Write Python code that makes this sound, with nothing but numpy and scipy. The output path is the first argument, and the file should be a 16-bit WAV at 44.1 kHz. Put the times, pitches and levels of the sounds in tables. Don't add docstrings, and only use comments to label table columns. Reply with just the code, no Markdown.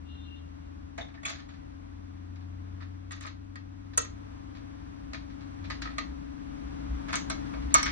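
import sys
import numpy as np
from scipy import signal
from scipy.fft import rfft, irfft, next_fast_len
from scipy.io import wavfile
from scipy.ndimage import uniform_filter1d

SR = 44100
rng = np.random.default_rng(int(sys.argv[2]) if len(sys.argv) > 2 else 0)


def wav_out(sig):
    wavfile.write(sys.argv[1], SR, np.round(np.clip(np.atleast_2d(sig).T, -1, 1) * 32767).astype(np.int16))


N = 348831
TIME = np.arange(N) / SR

HUM_HZ, HUM_FLUTTER_HZ, HUM_SWING_HZ, LOW_HUM_HZ = 278.2, 22.3, 16, 200
HUM_DB, LOW_HUM_DB = -51, -67
# (per Hz, relative)
AIR_COLOUR = [(70, -8), (130, 1), (190, 0), (230, -3), (290, 1), (380, -5.5), (700, -7), (1100, -7),
              (1700, -16), (3000, -25), (5000, -27), (8500, -33), (11500, -43)]
# pitch_hz, gain_db
AIR_MID_COLOUR = [(100, 2), (200, 0.5), (330, -4.5), (470, -11.5), (1100, -8.5), (1700, -2), (3500, -1),
                  (5000, -8), (6200, -4), (8000, -43)]
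# pitch_hz, share (0 to 1)
AIR_LEFT_SHARE = [(80, 0.3), (170, 1), (300, 0.92), (550, 0.44), (1500, 0.24), (4000, 0.057)]
AIR_SIDE_DB = -54
# (per Hz, relative)
RUMBLE_COLOUR = [(20, -32), (36, -11), (48, -6.5), (60, 0), (72, -6), (95, -19), (160, -32), (800, -100)]
# centre_s, width_s, lift_db
RUMBLE_SURGES = [(6.93, .1, 5.5), (7.65, .1, 4)]
RUMBLE_DB = -51.5
SWELL_FROM_S, SWELL_DB_PER_S = 3.55, 2.5

MOTOR_START_HZ, MOTOR_TOP_HZ, RUN_UP_S = 79.5, 110, 6.4
MOTOR_OFF_S, COAST_HZ_PER_S = 5.38, 26
MOTOR_FADE_S, FADE_DB_PER_S = 5.78, 63
# pitch_hz, level_db (relative)
ROOM_BOOMS = [(79.5, -44), (83.3, -47), (84.7, -53), (87.5, -46.5), (89, -41.5), (90.5, -40.5),
              (91.7, -45.5), (94, -46), (96.5, -52)]

# start_s, length_s, level_db, upper_resonance_lift_db
SLIPS = [(.065, .03, -65, 0), (.105, .02, -58, -4), (.15, .045, -66, 8), (.2, .05, -73, 15),
         (.25, .035, -61, 0), (.31, .065, -60, 1), (.43, .04, -75, -2), (.52, .18, -78, -4)]
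# pitch_hz, width_hz, level_db (relative)
WHEEL_RESONANCES = [(2810, 140, 0), (3220, 100, -21), (3620, 60, -17), (4030, 80, -25)]
SQUEAL_ATTACK_S, SQUEAL_RELEASE_S, SQUEAL_FLUTTER_DB = .01, .014, 1.2

# start_s, level_db (relative within its group), hardness_db, thud_db, chatter_t60_s
# (a t60 is the time to fade by 60 dB)
STACK_BLOWS = [(.978, -34.5, -6, 13, 0.16), (1.082, -45.5, -18, 5.9, 0.11)]
PLATE_BLOWS = [(1.140, -46.5, -18, 11, 0.097), (1.231, -35.5, -9, 10, 0.029), (1.253, -26, 1.5, -5, 0.023),
               (1.26, -29.5, 1.5, 4, 0.043), (1.278, -36, 1, -0.5, 0.13), (1.291, -37.5, -1, 0, 0.08),
               (1.301, -35, 3, 6.5, 0.076), (1.322, -43.5, -5.5, 5, 0.24), (1.385, -46.5, -8, 0, 0.15),
               (1.487, -46.5, -12, 0, 0.11)]
LATCH_BLOWS = [(2.803, -43, -20, -6, 0.11), (2.819, -46, -16, 1, 0.1), (3.108, -36, -6, -2, 0.064),
               (3.119, -36, 2.5, -0.5, .09), (3.163, -48, -1, 4, 0.1), (3.208, -43, 5.5, 1, 0.14),
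               (3.226, -40, -3, 0, .07), (3.249, -35.5, -17.5, 3.5, 0.087), (3.266, -38.5, -2, -1, 0.095),
               (3.556, -32.5, -12.5, -3, 0.037), (3.975, -35, 28, 3, 0.034),
               (3.978, -26, 21.5, 10.5, 0.031), (3.996, -38.5, 2, 3, 0.034), (4.016, -41, 13, -1, 0.035),
               (4.047, -37, -3, 1, 0.053)]
PIN_BLOWS = [(5.132, -41, -4.5, 7.5, 0.073), (5.144, -38, -12, 2, 0.062), (5.7, -36.5, -6, 1, 0.14),
             (5.818, -35, -3, -7, 0.074), (5.853, -38.5, -21, 1, 0.072), (5.872, -37.5, -20, 5, 0.034),
             (5.9, -48.5, -25, 5, 0.19), (5.982, -25, -6, 6, 0.032), (6.008, -48, -14, 5, 0.066)]
ARM_BLOWS = [(7.083, -35.5, -8, 5, 0.2), (7.128, -26.5, -1.5, 0, 0.13), (7.155, -34.5, 14, 1, 0.13),
             (7.299, -27, 4.5, 6, 0.068), (7.535, -38.5, -20, 13, 0.1), (7.741, -17.5, 17, 9, 0.019),
             (7.746, -15.5, 5, -0.5, 0.05), (7.751, -22, 4, 6, 0.049), (7.767, -35, 5, 9, 0.056),
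             (7.781, -28, 0, -4, 0.11), (7.793, -33.5, -7, -0.5, 0.11), (7.829, -19, 0, -7, 0.027),
             (7.857, -25.5, -5.5, -4, 0.16)]
# start_s, level_db
LIGHT_TOUCHES = [(1.536, -57), (2.355, -64.5), (2.405, -64), (3.933, -55.5), (4.549, -53.5), (5.209, -60),
                 (5.296, -56.5), (5.406, -55), (5.64, -49), (7.455, -53), (7.62, -53), (7.705, -50)]
TOUCH_HARD_DB, TOUCH_THUD_DB, TOUCH_T60_S = -9, 1, 0.11

# pitch_hz, level_db (relative)
PLATE_TONES = [(760, -19.5), (1162, -10), (1456, -9), (1900, -6.5), (2056, -7), (2252, -10), (2600, -14),
               (3445, -14), (6660, -7)]
# pitch_hz, level_db (relative)
LATCH_TONES = [(468, -11), (590, -11), (772, -22.5), (1050, -13.5), (1224, -3), (1365, -13.5), (1895, 4),
               (2648, -8.5), (6400, -16.5)]
# pitch_hz, level_db (relative)
PIN_TONES = [(800, -16), (1068, -11.5), (1219, 2), (1850, -0.5), (1950, 0.5), (2200, -15), (4075, -14.5),
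             (4400, -9.5)]
# pitch_hz, level_db (relative)
ARM_TONES = [(634, -20), (963, -16.5), (1212, -23.5), (1251, -14), (1285, -21), (1602, -14), (1878, -22),
             (2132, -13), (2210, -8), (4425, -19), (5620, -17), (6320, -23)]
# (per Hz, relative)
FRAME_COLOUR = [(120, -3), (350, 2), (680, 9.5), (920, 11), (1200, 15.5), (2100, 16.5), (2900, 7.5),
                (4400, 5.5), (5300, -0.5), (6600, 5), (8500, -17.5), (11500, -43)]
# pitch_hz, gain_db
SIDE_LIFT = [(300, 4), (700, 7), (1500, 1.5), (2500, .5), (4000, 2.5), (5000, 5), (6300, 2.5), (7200, 7),
             (8500, 18), (11000, 22)]
BRIGHT_SHARE, SHARP_DB = 0.27, 38

# start_s, pitch_hz, level_db, t60_s
SHORT_TONES = [(1.011, 3570, -38, 0.041), (1.176, 1855, -49.5, .06), (1.254, 3300, -33, 0.032),
               (1.25, 2383, -31, 0.054), (3.249, 1200, -39, 0.033), (3.976, 1333, -27, 0.046),
               (5.855, 1300, -38.5, 0.086), (7.749, 1254, -19, 0.071), (7.83, 5600, -18, 0.0098)]
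TONE_BLUR_HZ, TONE_ATTACK_S = 70, .0007

# (per Hz, relative)
TICK_COLOUR = [(4000, -37.5), (7000, 16), (8500, 9), (10000, -11), (11500, -4)]
TICK_DB, TICK_T60_S, TICK_SIDE_DB = -24, 0.034, 16.5

ROOM_T60_S, ROOM_TREBLE_T60_S, ROOM_TOP_T60_S, ROOM_DB = 0.22, 0.24, 0.14, -3
TOP_HZ = 12200


def undb(db):
    return 10 ** (np.asarray(db) / 20)


def unit(x):
    return x / np.sqrt(np.mean(x ** 2))


def fade(t, t60):
    return np.exp(-np.log(1000) * t / t60)


def shape(points, size):
    hz, value = np.transpose(points)
    bin_hz = np.fft.rfftfreq(size, 1 / SR)
    return np.interp(np.log(bin_hz + 1), np.log(hz), value)


def colour(x, points):
    size = next_fast_len(x.shape[-1] + 2048)
    cepstrum = irfft(np.log(undb(shape(points, size))), size)
    cepstrum[1:size // 2] *= 2
    cepstrum[size // 2 + 1:] = 0
    response = np.exp(rfft(cepstrum))
    return irfft(rfft(x, size) * response, size)[..., :x.shape[-1]]


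def walk(rate):
    k = int(SR / rate)
    steps = np.repeat(rng.standard_normal(N // k + 1), k)
    return 1.3 * uniform_filter1d(uniform_filter1d(steps, k), k)[:N]


def stereo(mid, side):
    return np.array([mid + side, mid - side])


def add(out, s, sound):
    i = int(s * SR)
    out[:, i:i + sound.shape[1]] += sound[:, :N - i]


def hum(swell_db):
    turns = np.cumsum(1 + 0.00047 * walk(1.5)) / SR
    flutter = HUM_SWING_HZ / HUM_FLUTTER_HZ * np.sin(2 * np.pi * HUM_FLUTTER_HZ * turns)
    main = undb(HUM_DB) * np.sin(2 * np.pi * HUM_HZ * turns + flutter)
    low = undb(LOW_HUM_DB) * np.sin(2 * np.pi * LOW_HUM_HZ * turns)
    tones = (main + low) * undb(swell_db)
    return stereo(tones, undb(4.0) * tones)


def air(swell_db, flicker_db=0.85):
    size = next_fast_len(N)
    mid, other = rng.standard_normal((2, size))
    lean = np.clip(shape(AIR_LEFT_SHARE, size), -1, 1)
    side = irfft(lean * rfft(mid) + np.sqrt(1 - lean ** 2) * rfft(other), size)[:N]
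    mid = colour(mid[:N], AIR_MID_COLOUR)
    mid, side = colour(np.array([mid, side]), AIR_COLOUR)
    level = undb(AIR_SIDE_DB + swell_db + flicker_db * walk(3.4))
    return stereo(mid, side) / np.std(side) * level


def rumble(swell_db):
    mid, other = unit(colour(rng.standard_normal((2, N)), RUMBLE_COLOUR))
    surge_db = sum(lift * np.exp(-((TIME - s) / width) ** 2) for s, width, lift in RUMBLE_SURGES)
    return stereo(mid, 0.073 * (mid + other)) * undb(RUMBLE_DB + swell_db + surge_db)


def motor(overtone_db=-22, waver_db=0.25):
    climb = np.exp(-np.minimum(TIME, MOTOR_OFF_S) / RUN_UP_S)
    driven_hz = MOTOR_TOP_HZ - (MOTOR_TOP_HZ - MOTOR_START_HZ) * climb
    hz = driven_hz - COAST_HZ_PER_S * np.maximum(TIME - MOTOR_OFF_S, 0)
    boom_db = np.interp(hz, *np.transpose(ROOM_BOOMS)) + 2
    fade_db = FADE_DB_PER_S * np.maximum(TIME - MOTOR_FADE_S, 0)
    turn = 2 * np.pi * np.cumsum(hz) / SR
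    tone = np.sin(turn) + undb(overtone_db) * np.sin(2 * turn)
    drone = tone * undb(boom_db - fade_db + waver_db * walk(5.3))
    return stereo(drone, 0.25 * drone)


def pulley():
    cycles = np.cumsum(401.5 * (1 + .002 * walk(30) + .01 * walk(500)))[:SR] / SR
    slipping = sum(np.cos(2 * np.pi * k * cycles) for k in (7, 8, 9, 10))
    out = np.zeros(N)
    for k, (hz, width, resonance_db) in enumerate(WHEEL_RESONANCES):
        grip = np.zeros(N)
        for s, length, db, lift_db in SLIPS:
            before = np.maximum(s - TIME, 0) / SQUEAL_ATTACK_S
            after = np.maximum(TIME - s - length, 0) / SQUEAL_RELEASE_S
            grip += undb(db + lift_db * (k > 0)) * np.exp(-before - after)
        wheel = unit(signal.lfilter(*signal.iirpeak(hz, hz / width, SR), slipping))
        flutter = undb(resonance_db + SQUEAL_FLUTTER_DB * walk(50.4))
        out += np.pad(wheel, (0, N - SR)) * grip * flutter
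    return out


def blows(hits, tones, group_db, ring_db, ring_t60, attack_s, body_db, bright_db, top_db=-11.5):
    t = np.arange(SR // 3) / SR
    out = np.zeros((2, N))
    hz, tone_db = np.transpose(tones)[:, :, None]
    for s, db, hard_db, thud_db, t60 in hits:
        force = undb(4 * np.repeat(rng.standard_normal(len(t)), 80)[:len(t)])
        chatter = unit(colour(force * rng.standard_normal((2, len(t))), FRAME_COLOUR)) * fade(t, t60)
        detune, spot = rng.standard_normal((2, len(hz), 1))
        start = rng.uniform(0, 2 * np.pi, (2, len(hz), 1))
        strength = undb(tone_db + ring_db + 2 * spot)
        waves = strength * np.sin(2 * np.pi * hz * (1 + .004 * detune) * t + start)
        ring = (waves * fade(t, ring_t60)).sum(axis=1)
        upper_db = bright_db + BRIGHT_SHARE * hard_db
        contact = [(700, thud_db), (1250, body_db), (2000, 0.0019), (3600, upper_db), (5000, upper_db),
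                   (7200, hard_db), (10000, hard_db + top_db)]
        attack = 1 - np.exp(-t / attack_s * 2 ** (hard_db / SHARP_DB))
        add(out, s, undb(db + group_db) * colour((chatter + ring) * attack, contact))
    return out


def stack_landing():
    return blows(STACK_BLOWS, PLATE_TONES, group_db=-6.5, ring_db=-16, ring_t60=0.065,
                 attack_s=0.0016, body_db=-5.0, bright_db=-0.5)


def plates():
    return blows(PLATE_BLOWS, PLATE_TONES, group_db=-6.5, ring_db=2.5, ring_t60=0.05,
                 attack_s=0.0036, body_db=0.5, bright_db=7)


def first_fitting():
    return blows(LATCH_BLOWS, LATCH_TONES, group_db=-7.0, ring_db=0, ring_t60=0.043,
                 attack_s=0.0046, body_db=2.5, bright_db=7.5)


def second_fitting():
    return blows(PIN_BLOWS, PIN_TONES, group_db=-3.0, ring_db=-3.5, ring_t60=0.05,
                 attack_s=0.0021, body_db=-1.5, bright_db=7.0)


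def press_arm():
    return blows(ARM_BLOWS, ARM_TONES, group_db=-6.5, ring_db=-3, ring_t60=0.14,
                 attack_s=0.002, body_db=3.0, bright_db=4.5)


def light_touches():
    hits = [(s, db, TOUCH_HARD_DB, TOUCH_THUD_DB, TOUCH_T60_S) for s, db in LIGHT_TOUCHES]
    return blows(hits, PIN_TONES, group_db=0, ring_db=-13, ring_t60=0.085,
                 attack_s=0.0027, body_db=-2, bright_db=7.5)


def ticks(hits):
    t = np.arange(SR // 20) / SR
    out = np.zeros((2, N))
    for s, db, hard_db, _, _ in hits:
        crack = unit(colour(rng.standard_normal((2, len(t))), TICK_COLOUR)) * fade(t, TICK_T60_S)
        add(out, s, undb(db + hard_db + TICK_DB) * crack)
    return stereo(out[0], undb(TICK_SIDE_DB) * out[1])


def short_tones():
    t = np.arange(SR // 4) / SR
    out = np.zeros((2, N))
    for s, hz, db, t60 in SHORT_TONES:
        jitter = uniform_filter1d(rng.standard_normal((2, len(t))), size=40)
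        stray = np.cumsum(jitter, axis=1) * np.sqrt(2 * np.pi * TONE_BLUR_HZ / SR)
        start = rng.uniform(0, 2 * np.pi, (2, 1))
        tone = np.sin(2 * np.pi * hz * t + stray + start)
        attack = 1 - np.exp(-t / TONE_ATTACK_S)
        add(out, s, undb(db) * tone * attack * fade(t, t60))
    return out


def room(dry):
    t = np.arange(SR * 3 // 5) / SR
    bands = [((100, 3000), ROOM_T60_S), ((3000, 7200), ROOM_TREBLE_T60_S), ((7200, 16000), ROOM_TOP_T60_S)]
    tail = np.zeros((2, len(t)))
    for edges_hz, t60 in bands:
        band_filter = signal.butter(6, edges_hz, "band", fs=SR, output="sos")
        tail += signal.sosfilt(band_filter, rng.standard_normal((2, len(t)))) * fade(t, t60)
    tail = unit(tail) / np.sqrt(len(t))
    return dry + undb(ROOM_DB) * signal.fftconvolve(dry, tail, axes=1)[:, :N]


def scene():
    swell_db = SWELL_DB_PER_S * np.maximum(TIME - SWELL_FROM_S, 0)
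    background = hum(swell_db) + air(swell_db) + rumble(swell_db) + motor()
    steel = stack_landing() + plates() + first_fitting() + second_fitting() + press_arm() + light_touches()
    mid, side = room(pulley() + steel + short_tones())
    machine = stereo(mid, colour(side, SIDE_LIFT))
    contacts = ticks(STACK_BLOWS + PLATE_BLOWS + LATCH_BLOWS + PIN_BLOWS + ARM_BLOWS)
    return background + machine + contacts


def record(dry):
    return signal.sosfilt(signal.ellip(10, .2, 80, TOP_HZ, fs=SR, output="sos"), dry)


dry = scene()
out = record(dry)
wav_out(out)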